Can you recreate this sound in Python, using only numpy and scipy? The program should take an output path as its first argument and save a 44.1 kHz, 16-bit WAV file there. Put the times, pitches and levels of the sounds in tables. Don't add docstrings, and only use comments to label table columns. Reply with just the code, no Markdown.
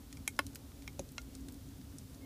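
import sys
import numpy as np
from scipy import signal
from scipy.fft import rfft, irfft
from scipy.io import wavfile
from scipy.ndimage import uniform_filter1d

SR = 44100
rng = np.random.default_rng(int(sys.argv[2]) if len(sys.argv) > 2 else 0)


def makeup_ratio(level_db):
    decades = np.asarray(level_db, float) / 20
    return 10 ** decades


def master(y):
    cut = np.clip(np.atleast_2d(y).T, -1, 1)
    pcm = np.round(cut * 32767)
    wavfile.write(sys.argv[1], SR, pcm.astype(np.int16))


N = 99225

# start in seconds, peak level in dB, crack over ring in dB,
# crack centre in Hz, crack width in octaves.
SPLITS = [
    (0.1702, -41.5, 2, 5640, 1.8),
    (0.2766, -18.5, -1.5, 8430, 1.06),
    (.3903, -15, -12, 10100, 0.63),
    (0.8766, -31, -14.5, 12500, 0.54),
    (.993, -23.5, -5.5, 6600, 0.38),
    (1.1805, -27.5, -11, 6300, 0.51),
]
STRUCK_BODY = (0, 0, 1, 0, 2, 3)
# start in seconds, peak level in dB, centre in Hz, width in octaves.
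EMBERS = [(0.1269, -38, 4170, 2.2), (0.2913, -51, 8500, 1.3), (.3653, -50, 6700, 1),
          (.466, -36.5, 6600, 1.4), (.5317, -47, 3460, 2.4), (0.548, -40.5, 7300, 1.3),
          (0.5563, -32.5, 7100, 4.7), (0.718, -51, 2180, 1.9), (0.822, -48, 4000, 2.6),
          (0.9288, -51, 6400, 1.7), (1.0895, -45, 5870, 1.5), (1.1185, -43, 10500, 1.2),
          (1.2163, -45.5, 6600, 1.6), (1.3509, -38, 6500, 1.15), (1.4074, -53, 7560, 0.67),
          (1.485, -36, 3020, 3.8), (1.5224, -41.5, 9900, 1.7), (1.5428, -47, 6900, 2.2),
          (1.6884, -51.5, 6470, 0.86), (1.8144, -50.5, 2800, 2.3), (1.984, -38, 7140, 0.82),
          (2.1458, -48.5, 5900, 1.2)]

# frequency in Hz, level in dB, 60 dB decay time in seconds.
TRAY_MODES = [(390, -12, 0.013), (823, -11, 0.035), (1510, -11, 0.03), (2174, -5.5, 0.048),
              (2323, 5, 0.026), (3203, -5.5, 0.027), (3820, -5.5, 0.021), (5640, -2, 0.019),
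              (6600, -3.5, 0.011)]
LOG_MODES = [(281, -11, 0.079), (580, -5.5, 0.032), (915, -9, 0.029), (1106, 1, 0.036), (1452, 4, 0.018),
             (1732, 4.5, 0.014), (2088, 2.5, 0.015), (2620, -11.5, 0.044), (3120, -6.5, 0.024),
             (3296, -9, 0.018), (4000, -14, 0.026), (5040, -0.5, 0.0086)]
STUMP_MODES = [(153, 0, 0.066), (200, -4.5, 0.057), (276, 0.5, 0.045), (374, -3, 0.055), (544, 3.5, 0.044),
               (740, -11, 0.064), (1200, -14, 0.0081), (2530, -9.5, 0.0093), (3950, -5.5, 0.0077),
               (10500, -1, 0.0054)]
TWIG_MODES = [(626, -13.5, 0.011), (1210, -18, 0.024), (1408, -7.5, 0.058), (1770, -17, 0.016),
              (2154, -7.5, 0.036), (2765, 3.5, 0.0074), (3190, -5, 0.011), (4040, -1.5, 0.013),
              (5040, -8, 0.013), (5680, -0.5, 0.0072)]
BODIES = (TRAY_MODES, LOG_MODES, STUMP_MODES, TWIG_MODES)

# frequency in Hz, density in dB per Hz.
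ROAR_SPECTRUM = [(12, -50), (20, -20.5), (65, -1), (166, -13.5), (265, -11.5), (317, -19), (507, -23.5),
                 (1500, -38.5), (1950, -82), (3300, -120)]
# centre in Hz, half width in Hz, level over the roar in dB.
OVEN_MODES = [(57.4, 11.4, 4), (97.3, 10.2, 6.5), (143.6, 10.7, 7.5), (269.3, 30, 7), (278.7, 7.3, 7.5),
              (393, 49, 2)]
# time in seconds, roar level in dB.
ROAR_LEVEL = [(0, -48.5), (.1, -54), (.2, -49), (.27, -52.5), (.35, -49.5), (.47, -49.5), (.62, -49.5),
              (.75, -52.5), (1.02, -48.5), (1.15, -51), (1.28, -51.5), (1.38, -50), (1.52, -50),
              (1.62, -51), (1.85, -49.5), (1.96, -47.5), (2.05, -51), (2.25, -50.5)]
# frequency in Hz, density in dB per Hz.
HISS_SPECTRUM = [(300, -7.5), (1500, -3), (2600, -5), (3500, -2.5), (6000, -3), (10000, -4.5), (15000, -5)]

SPLIT_RISE_S, SPLIT_T60_S, CRACK_T60_S, TICK_T60_S = 0.0003, 0.005, 0.011, 0.010
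SNAP_DB, SNAP_T60_S, STRIKE_S = -13, 0.009, 0.0007
SPARKS_PER_S, SPARK_DB, SPARK_SPREAD_DB = 40, -64, 2
OVEN_T60_S, OVEN_DB = 0.084, -19.5
ECHO_S, ECHO_DB = 0.0033, -15
FLICKER_DB, FLICKER_HZ = 3.5, 10.93
SAP_HZ, SAP_DB, SAP_START_S, SAP_RISE_S = 2150, -62, 2.2, 0.051
WHINE_HZ, WHINE_DB = 15000, -84
HISS_DB = -62
SIDE_DB = -27
LOW_CUT_HZ, TOP_HZ = 23, 15200


def unit(x):
    return x / np.abs(x).max()


def add(out, x, start_s, peak_db):
    i = int(start_s * SR)
    x = x[:N - i]
    out[i:i + len(x)] += x * makeup_ratio(peak_db) / np.abs(x).max()


def band(x, hz, octaves):
    edges_hz = hz * 2.0 ** (np.array([-0.5, 0.5]) * max(octaves, 0.1))
    edges_hz = np.clip(edges_hz, [20, 30], [0.44 * SR, 0.45 * SR])
    return signal.sosfilt(signal.butter(2, edges_hz, "bandpass", fs=SR, output="sos"), x)


def ring(x, hz, t60_s):
    pole = np.exp(2j * np.pi * hz / SR - np.log(1000) / (t60_s * SR))
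    return signal.lfilter([1], [1, -pole], x).imag


def burst(noise, t60_s):
    t = np.arange(len(noise)) / SR
    rise = 1 - np.exp(-t / SPLIT_RISE_S)
    tear = makeup_ratio(-60 * t / t60_s)
    walls = makeup_ratio(OVEN_DB - 60 * t / OVEN_T60_S)
    return noise * rise * (tear + walls)


def walk(rate_hz):
    hold = int(SR / rate_hz)
    steps = np.repeat(rng.standard_normal(200), hold)[:N]
    x = uniform_filter1d(uniform_filter1d(steps, hold), hold)
    return 0.77 * np.pad(x, (0, N - len(x)), mode="edge")


def colour(points):
    f = np.maximum(np.fft.rfftfreq(N, 1 / SR), 1)
    hz, db = np.array(points).T
    return f, makeup_ratio(np.interp(np.log(f), np.log(hz), db))


def pops():
    out = np.zeros(N)
    noises = rng.standard_normal((len(SPLITS), 2, 6000))
    for (start_s, peak_db, crack_db, hz, octaves), noise, index in zip(SPLITS, noises, STRUCK_BODY):
        push = 0.3 * burst(noise[0], SPLIT_T60_S)
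        push[int(STRIKE_S * SR)] -= 3
        body = 0
        for mode_hz, mode_db, t60_s in BODIES[index]:
            body = body + makeup_ratio(mode_db) * unit(ring(band(push, mode_hz, 2.4), mode_hz, t60_s))
        crack = band(band(burst(noise[1], CRACK_T60_S), hz, octaves), hz, octaves)
        snap = band(burst(noise[0][::-1], SNAP_T60_S), 2250, 3.2)
        pop = unit(body) + makeup_ratio(crack_db) * unit(crack) + makeup_ratio(SNAP_DB) * unit(snap)
        add(out, pop, start_s, peak_db)
    return out


def ticks():
    out = np.zeros(N)
    noises = rng.standard_normal((len(EMBERS), 3000))
    for (start_s, peak_db, hz, octaves), noise in zip(EMBERS, noises):
        add(out, band(burst(noise, TICK_T60_S), hz, octaves), start_s, peak_db)
    return out


def sparks():
    out = np.zeros(N)
    chances = rng.random((400, 3))
    noises = rng.standard_normal((400, 600))
    starts_s = np.cumsum(-np.log(1 - chances[:, 0])) / SPARKS_PER_S
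    starts_s = starts_s[starts_s < N / SR - 0.02]
    for start_s, chance, noise in zip(starts_s, chances, noises):
        hz = 1500 * 8 ** chance[1]
        peak_db = SPARK_DB - SPARK_SPREAD_DB * np.log(1 - chance[2])
        add(out, band(burst(noise, 0.03), hz, 1.96), start_s, peak_db)
    return out


def oven_echo(x):
    lag = int(ECHO_S * SR)
    feedback = min(makeup_ratio(ECHO_DB), 0.8)
    return signal.lfilter([1], np.r_[1, np.zeros(lag - 1), -feedback], x)


def flames():
    f, gain = colour(ROAR_SPECTRUM + [(6000, -62)])
    for hz, width_hz, db in OVEN_MODES:
        gain = gain * makeup_ratio(db / (1 + ((f - hz) / width_hz) ** 2))
    spectrum = rfft(rng.standard_normal(N)) * gain
    shared = walk(FLICKER_HZ)
    roar = 0
    for octave in np.arange(4, 13.0):
        weight = np.clip(1 - np.abs(np.log2(f) - octave), 0, 1)
        part = irfft(spectrum * weight, N)
        roar = roar + part * makeup_ratio(FLICKER_DB * (0.2 * shared + walk(FLICKER_HZ)))
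    surge_db = np.interp(np.arange(N) / SR, *np.array(ROAR_LEVEL).T)
    return roar / roar.std() * makeup_ratio(surge_db)


def sap_whistle():
    t = np.arange(N) / SR
    rise = np.clip((t - SAP_START_S) / SAP_RISE_S, 0, 1)
    return makeup_ratio(SAP_DB) * rise * np.sin(2 * np.pi * SAP_HZ * t)


def hiss():
    x = irfft(rfft(rng.standard_normal(N)) * colour(HISS_SPECTRUM)[1], N)
    return x * makeup_ratio(HISS_DB + 0.36 * walk(18)) / x.std()


def electronics_whine():
    return makeup_ratio(WHINE_DB) * np.sin(2 * np.pi * WHINE_HZ * np.arange(N) / SR)


def scene():
    crackle = oven_echo(pops() + ticks() + sparks())
    mono = crackle + flames() + sap_whistle() + hiss() + electronics_whine()
    treble = band(band(crackle, 8500, 1.5), 8500, 1.5)
    side = makeup_ratio(SIDE_DB) * np.roll(treble, 9)
    return np.array([mono + side, mono - side])


def low_pass(x):
    return signal.sosfilt(signal.butter(12, 16400, fs=SR, output="sos"), x)


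def record(dry):
    top_cut = signal.ellip(7, 0.5, 36, TOP_HZ, fs=SR, output="sos")
    low_cut = signal.butter(2, LOW_CUT_HZ, "highpass", fs=SR, output="sos")
    mix = signal.sosfilt(low_cut, signal.sosfilt(top_cut, dry))
    return low_pass(mix)


dry = scene()
out = record(dry)
master(out)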